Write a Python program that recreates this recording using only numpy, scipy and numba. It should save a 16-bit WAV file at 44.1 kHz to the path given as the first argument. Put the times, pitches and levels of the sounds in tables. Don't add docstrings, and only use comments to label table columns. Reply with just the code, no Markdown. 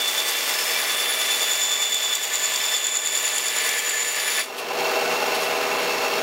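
import sys
import numpy as np
from scipy import signal
from scipy.fft import rfft, irfft
from scipy.io import wavfile
from scipy.ndimage import uniform_filter1d, minimum_filter1d
from numba import njit

SR = 44100
rng = np.random.default_rng(int(sys.argv[2]) if len(sys.argv) > 2 else 0)


def output_pcm(signal):
    pcm = np.clip(np.atleast_2d(signal).T, -1, 1) * 32767
    wavfile.write(sys.argv[1], SR, np.round(pcm).astype(np.int16))


N = 274302
T = np.arange(N) / SR

# f/Hz, level/dB
HOUSING_SPECTRUM = [(40, -46), (70, -38), (115, -25.5), (200, -10.5), (300, -7.5), (400, -2.5), (640, -4.5),
                    (900, -0.5), (1600, -5.5), (3200, -9.5), (5000, -13), (8000, -22.5), (10000, -23),
                    (15500, -22.5)]
# f/Hz, bandwidth/Hz, level/dB
BAND_MODES = [(2696, 85, -32.5), (2228, 96, -41.5), (4330, 240, -41), (5520, 130, -43), (6690, 710, -42.5),
              (12500, 250, -56), (14430, 200, -58)]
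# f/Hz, level/dB
DRONE_PARTIALS = [(107.3, -68), (136.5, -58), (195, -54.5), (253.5, -44.5), (351, -42), (390, -42),
                  (409.9, -33), (468, -36), (488.5, -34), (565.5, -41.5), (624, -37.5), (645, -36.5),
                  (761, -37), (840, -43.5), (1012, -46), (1308, -43), (2148, -40.5), (2234, -47),
                  (2433, -40)]
# t/s, level/dB
FEED_LEVEL = [(0, -33), (0.3, -32.5), (0.7, -34.0), (1.15, -35), (1.4, -33.5), (1.9, -35), (2.1, -32.5),
              (2.21, -33), (2.35, -33), (2.72, -32), (2.92, -37.5), (3.25, -33), (3.45, -35.5), (3.67, -34),
              (3.87, -34.5), (4.15, -34.5), (4.3, -35.5), (4.4, -33)]
# t/s, binding (0-1)
KERF_BINDING = [(0, 1), (1.4, 0.47), (2.1, 0.7), (3.3, 0.94), (4.2, 0.18)]
# t/s, level/dB
WHISTLE_LEVEL = [(0, -27.5), (0.6, -37), (1.1, -31.5), (1.9, -27), (2.13, -27), (2.35, -37), (2.75, -29),
                 (3.05, -33.5), (3.7, -40), (4.0, -48.5), (4.3, -38.5), (4.4, -36)]
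# t/s, level/dB
SQUEAL_LEVEL = [(0, -41.5), (1.05, -45.5), (1.65, -29.5), (2.2, -34), (2.45, -29.5), (2.62, -34.5),
                (2.85, -30.5), (3.25, -31.5), (3.7, -38.5), (4.0, -30.5), (4.25, -38.5), (4.4, -38)]
# t/s, level/dB
OVERTONE_LEVEL = [(0, -58), (0.7, -46), (1.15, -40), (1.9, -52), (2.4, -54), (3.2, -40), (3.7, -42),
                  (4.0, -46.5), (4.3, -40)]
TOOTH_RATIOS = [1 / 2, 1, 3 / 2, 2, 3]
SET_RATIOS = [1 / 3, 2 / 3, 4 / 3, 7 / 3, 5 / 2]
SET_LEVELS = [-18, -20.5, -24, -15.5, -53]
# f/Hz, level/dB
RASP_SPECTRUM = [(900, -33), (1500, -32), (1950, 3.5), (2350, -1), (2520, 0.5), (2750, 4), (3100, -2.5),
                 (3400, -1.5), (4000, -2), (5200, -17)]
# f/Hz, bandwidth/Hz, level/dB
CUT_MODES = [(2313, 47, -12), (3230, 250, -11), (4584, 310, -12)]
# f/Hz, level/dB
BOARD_SPECTRUM = [(100, -60), (250, -11.5), (340, -8), (450, -5), (560, -2), (650, 3), (780, 0.5),
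                  (1150, 2), (1300, 0.5), (1600, 2), (1900, -4.5), (2600, -17)]
# f/Hz, level/dB
CHIP_SPECTRUM = [(2500, -29), (4000, 6.5), (5000, 7.5), (5700, 11), (6400, 9), (7500, 7), (8300, 4.5),
                 (9000, 6.5), (10000, 2.5), (12300, 7), (13400, 1), (14000, 3.5), (15700, 3)]
# t/s, level/dB
TWIST_LEVEL = [(0, -54), (.65, -42), (.88, -41.5), (1.9, -48), (3.3, -49), (3.66, -38), (4.0, -39.5),
               (4.4, -45)]
# f/Hz, bandwidth/Hz, level/dB, loudest place/loop
TWIST_MODES = [(470, 32, -9.5, 1), (1728, 71, -3, 1), (2070, 270, 0.5, .85), (2312, 36, -2.5, 0.36),
               (8120, 180, -15, 1)]
# t/s, Gaussian width/s, f/Hz, level/dB
SWELLS_AND_SQUEAKS = [(0.63, 0.16, 5246, -36), (0.765, 0.01, 2340, -34), (1.803, 0.022, 2314, -36),
                      (2.715, 0.13, 5246, -41), (4.288, 0.0045, 2330, -36)]
# t/s, peak level/dB
WELD_CLICKS = [(1.718, -12), (1.8427, -22), (1.944, -1.5), (2.1518, 4), (2.3549, -8), (2.7671, -18),
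               (2.869, -14), (2.9739, -19), (3.177, -29), (3.3822, -6), (3.6904, -5), (3.791, -1.5),
               (3.895, -5)]
# place/loop, f/Hz, Gaussian width/s, level/dB
GUIDE_KNOCKS = [(.95, 783, 0.0047, 2), (0.47, 691, 0.0039, 2.5), (0.9, 1080, 0.0031, -5.5),
                (0, 590, 0.0065, -5.5)]
# t/s, Gaussian width/s, level/dB
PIECE_BRUSHES = [(4.588, 0.013, -25), (5.2, 0.46, -44), (5.354, 0.0076, -28), (5.435, 0.024, -34)]

LOOP_HZ, TOOTH_HZ = 9.75, 3498
CUT_DB, DEEPEN_DB_PER_S = 15.5, 0.42
BREAKOUT_S, BREAKOUT_DB_PER_S = 4.405, 267
PRESSED_DB = -1
WELD_DB, BEND_DB = 13, 5.5
GROWL_DB, GROWL_DB_PER_S, GROWL_TRADE = -10, 1.0, 0.22
CHIRP_HZ, CHIRP_DB = 4642, -6
RASP_DB, HISS_DB, BOARD_DB = 0.5, -1.5, -5
ENTRY_SPRAY_DB, ENTRY_BOARD_DB, BURIED_S = 3, 1.5, 2.85
KNOCK_DB, KNOCK_RISE_S, KNOCK_HOLD_S, KNOCK_SETTLE_DB_PER_S = -32, .2, 0.7, 12


def undb(db):
    return 10 ** (np.asarray(db) / 20)


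def unit(x):
    return x / np.sqrt(np.mean(np.abs(x) ** 2))


def curve(table):
    return np.interp(T, *np.transpose(table))


def noise():
    return rng.standard_normal(N)


def looped(share, count=1):
    period = int(round(SR / LOOP_HZ / count))
    return np.sqrt(share) * np.resize(rng.standard_normal(period), N) + np.sqrt(1 - share) * noise()


def wander(x, hz):
    return unit(signal.sosfilt(signal.butter(2, hz, fs=SR, output="sos"), x))


def colour(x, spectrum):
    hz, db = np.transpose(spectrum)
    bins_hz = np.arange(N // 2 + 1) * SR / N + 1e-3
    gain = undb(np.interp(np.log(bins_hz), np.log(hz), db))
    return unit(irfft(rfft(x) * gain, N))


def ring(x, hz, width):
    b, a = signal.iirpeak(hz, hz / (1.5 * width), fs=SR)
    return unit(signal.lfilter(b, a, signal.lfilter(b, a, x)))


def partial(cycles, rough):
    bite = unit(1 + rough * (wander(noise(), hz=40.6) + 1j * wander(noise(), hz=38.3)))
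    return np.sqrt(2) * np.real(bite * np.exp(2j * np.pi * cycles))


def swell(s, width):
    return np.exp(-.5 * ((T - s) / width) ** 2)


def passing(place, width, order):
    away = (T * LOOP_HZ - place + .5) % 1 - .5
    return np.exp(-np.abs(away / width) ** order)


def contact():
    return undb(-BREAKOUT_DB_PER_S * np.maximum(T - BREAKOUT_S, 0))


def machine():
    pulse = np.cos(2 * np.pi * 8 * LOOP_HZ * T)
    shake = 1 + 0.056 * pulse + 0.16 * wander(looped(share=0.35), hz=118)
    housing = colour(looped(share=0.25, count=2) * shake, HOUSING_SPECTRUM)
    friction = shake * undb(0.9 * wander(noise(), hz=4.8))
    band = sum(undb(db) * ring(noise() * friction, hz, width) for hz, width, db in BAND_MODES)
    drone = np.zeros(N)
    for hz, db in DRONE_PARTIALS:
        phase = 2 * np.pi * (hz * T + rng.random()) + 0.43 * wander(noise(), hz=3.8)
        drone += undb(db) * np.sqrt(2) * np.sin(phase)
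    return undb(PRESSED_DB * contact()) * (undb(-26.0) * housing + band + undb(-2.0) * drone)


def tooth_load(binding):
    weld_db = WELD_DB * passing(place=0.97, width=0.019, order=2)
    bend_db = BEND_DB * passing(place=0.815, width=0.093, order=6)
    flicker_db = (1.4 + 0.3 * binding) * wander(looped(share=0.1), hz=133)
    force = undb(binding * (weld_db + bend_db) + flicker_db)
    return force / np.sqrt(uniform_filter1d(force ** 2, int(SR / LOOP_HZ)))


def teeth(cycles, force, binding, feed_db):
    uneven = cycles + 0.092 * wander(looped(share=0.83), hz=44)
    uneven += 0.016 * wander(looped(share=0.22), hz=267)
    half, first, fifth, octave, twelfth = (ratio * uneven for ratio in TOOTH_RATIOS)
    whistle_db, squeal_db = curve(WHISTLE_LEVEL), curve(SQUEAL_LEVEL)
    growl_db = feed_db + GROWL_DB + GROWL_DB_PER_S * T + GROWL_TRADE * (feed_db - whistle_db)
    lean = unit(0.66 + passing(place=0.64, width=0.27, order=4))
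    song = undb(growl_db) * lean * partial(half, rough=0.37)
    near_weld = 0.32 + passing(place=1.0, width=0.088, order=2)
    song += undb(feed_db + CHIRP_DB) * near_weld * partial(CHIRP_HZ * T, rough=0.33)
    stutter = unit(undb(3.3 * binding ** 2 * np.cos(2 * np.pi * (3 * LOOP_HZ * T - .38))))
    song += undb(whistle_db - 1.5) * stutter * force ** 0.73 * partial(first, rough=0.38)
    song += undb((growl_db + whistle_db) / 2 - 7) * force ** .5 * partial(fifth, rough=0.49)
    song += undb(squeal_db + 0.86) * force ** 1.06 * partial(octave, rough=0.22)
    song += undb(curve(OVERTONE_LEVEL) + 1.5) * force ** 0.86 * partial(twelfth, rough=0.33)
    for ratio, db in zip(SET_RATIOS, SET_LEVELS):
        song += undb(feed_db + RASP_DB + db) * partial(ratio * uneven, rough=0.95)
    spread = binding ** 0.51 * force * ring(noise(), hz=7150, width=500)
    return song + undb(squeal_db - 2.5) * spread


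def chips(cycles, force, feed_db):
    strokes = 1 + 0.4 * np.cos(2 * np.pi * cycles) + 0.87 * np.cos(np.pi * cycles)
    bursts = strokes * undb(2.4 * wander(noise(), hz=1400))
    tearing = looped(share=0.11) * bursts
    rasp = colour(looped(share=0.24) * bursts, RASP_SPECTRUM)
    rasp += sum(undb(db) * ring(tearing, hz, width) for hz, width, db in CUT_MODES)
    board = colour(looped(share=0.45) * bursts * force ** 0.17, BOARD_SPECTRUM)
    spray = uniform_filter1d(force, size=300) ** 0.5 * unit(undb(0.81 * wander(noise(), hz=25.2)))
    hiss = colour(tearing * spray, CHIP_SPECTRUM)
    entry = np.clip(1 - (T / BURIED_S) ** 2, 0, 1)
    return undb(feed_db) * (undb(RASP_DB) * rasp * force ** 0.11
                            + undb(BOARD_DB + ENTRY_BOARD_DB * entry) * board
                            + undb(HISS_DB + ENTRY_SPRAY_DB * entry) * hiss)


def rubbing():
    modes = np.zeros(N)
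    for hz, width, db, place in TWIST_MODES:
        lean = unit(undb(2.5 * np.cos(2 * np.pi * (T * LOOP_HZ - place))))
        modes += undb(db) * lean * ring(looped(share=0.42), hz, width)
    return undb(curve(TWIST_LEVEL)) * modes


def swells_and_squeaks():
    return sum(undb(db) * swell(s, width) * partial(hz * T, rough=0.6)
               for s, width, hz, db in SWELLS_AND_SQUEAKS)


def weld_clicks():
    envelope = np.zeros(N)
    for s, db in WELD_CLICKS:
        start = int(s * SR)
        envelope[start:] += undb(db - 13) * np.exp(-(T[start:] - s) / .003)
    blade = ring(noise(), hz=7300, width=700) + undb(-5.5) * ring(noise(), hz=3270, width=280)
    return envelope * unit(blade + undb(-3) * colour(noise(), CHIP_SPECTRUM))


def cut():
    feed_db, binding = curve(FEED_LEVEL), curve(KERF_BINDING)
    force = tooth_load(binding)
    cycles = np.cumsum(TOOTH_HZ * (1 + 0.001014 * wander(noise(), hz=3.88))) / SR
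    sawing = teeth(cycles, force, binding, feed_db) + chips(cycles, force, feed_db)
    highpass = signal.butter(5, 200, "high", fs=SR, output="sos")
    radiated = signal.sosfilt(highpass, sawing + rubbing() + swells_and_squeaks() + weld_clicks())
    return undb(CUT_DB + DEEPEN_DB_PER_S * T) * contact() * radiated


def knocks():
    slaps = np.zeros(N)
    for place, hz, width, db in GUIDE_KNOCKS:
        loops = T * LOOP_HZ - place + 1
        turn = np.round(loops).astype(int)
        offset_s = (loops - turn) / LOOP_HZ
        size, detune = rng.standard_normal((turn[-1] + 1, 2))[turn].T
        envelope = undb(db + 1.5 * size) * np.exp(-.5 * (offset_s / width) ** 2)
        slaps += envelope * np.sin(2 * np.pi * hz * (1 + 0.046 * detune) * offset_s)
    free_s = T - BREAKOUT_S
    settled_db = KNOCK_SETTLE_DB_PER_S * np.maximum(free_s - KNOCK_HOLD_S, 0)
    return np.clip(free_s / KNOCK_RISE_S, 0, 1) * undb(KNOCK_DB - settled_db) * unit(slaps)


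def brushes():
    touch = sum(undb(db) * swell(s, width) for s, width, db in PIECE_BRUSHES)
    grain = noise() * undb(2 * wander(noise(), hz=394))
    return touch * colour(grain, [(200, -39), (3000, 6), (7000, -6), (11000, -3.5), (15000, -11)])


def workshop(x, wet_db, t60_s):
    age = T[:SR // 2]
    echo = rng.standard_normal(len(age)) * np.exp(-np.log(1000) * age / t60_s) * (age > .003)
    return x + undb(wet_db) * signal.fftconvolve(x, echo / np.linalg.norm(echo))[:N]


def scene():
    return workshop(machine() + cut() + knocks() + brushes(), wet_db=-10.0, t60_s=0.09)[None]


@njit
def duck(over_db, attack, hold, release):
    out = np.empty(len(over_db))
    reduction, wait = max(over_db[:4000].max(), 0.), 0.
    for i in range(len(over_db)):
        if over_db[i] > reduction:
            reduction += attack * (over_db[i] - reduction)
        wait = hold if over_db[i] > max(reduction - 3, 0.) else wait - 1
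        if wait < 0:
            reduction = max(reduction - release, 0.)
        out[i] = reduction
    return out


def gain_control(x, set_db, attack_s, hold_s, release_db_per_s):
    level_db = 10 * np.log10(np.abs(uniform_filter1d(x ** 2, size=512)) + 1e-12)
    reduction_db = duck(level_db - set_db, 1 / (attack_s * SR), float(hold_s * SR), release_db_per_s / SR)
    return x * undb(-reduction_db)


def limit(x, ceiling):
    needed = ceiling / np.maximum(np.abs(x), ceiling)
    return x * uniform_filter1d(minimum_filter1d(needed, size=128), size=128)


def record(dry):
    held = gain_control(dry[0], set_db=-20.0, attack_s=0.0081, hold_s=0.0466, release_db_per_s=32.5)
    lowpass = signal.ellip(10, .2, 80, 15700, fs=SR, output="sos")
    return signal.sosfilt(lowpass, limit(held, ceiling=.36))[None]


dry = scene()
out = record(dry)
output_pcm(out)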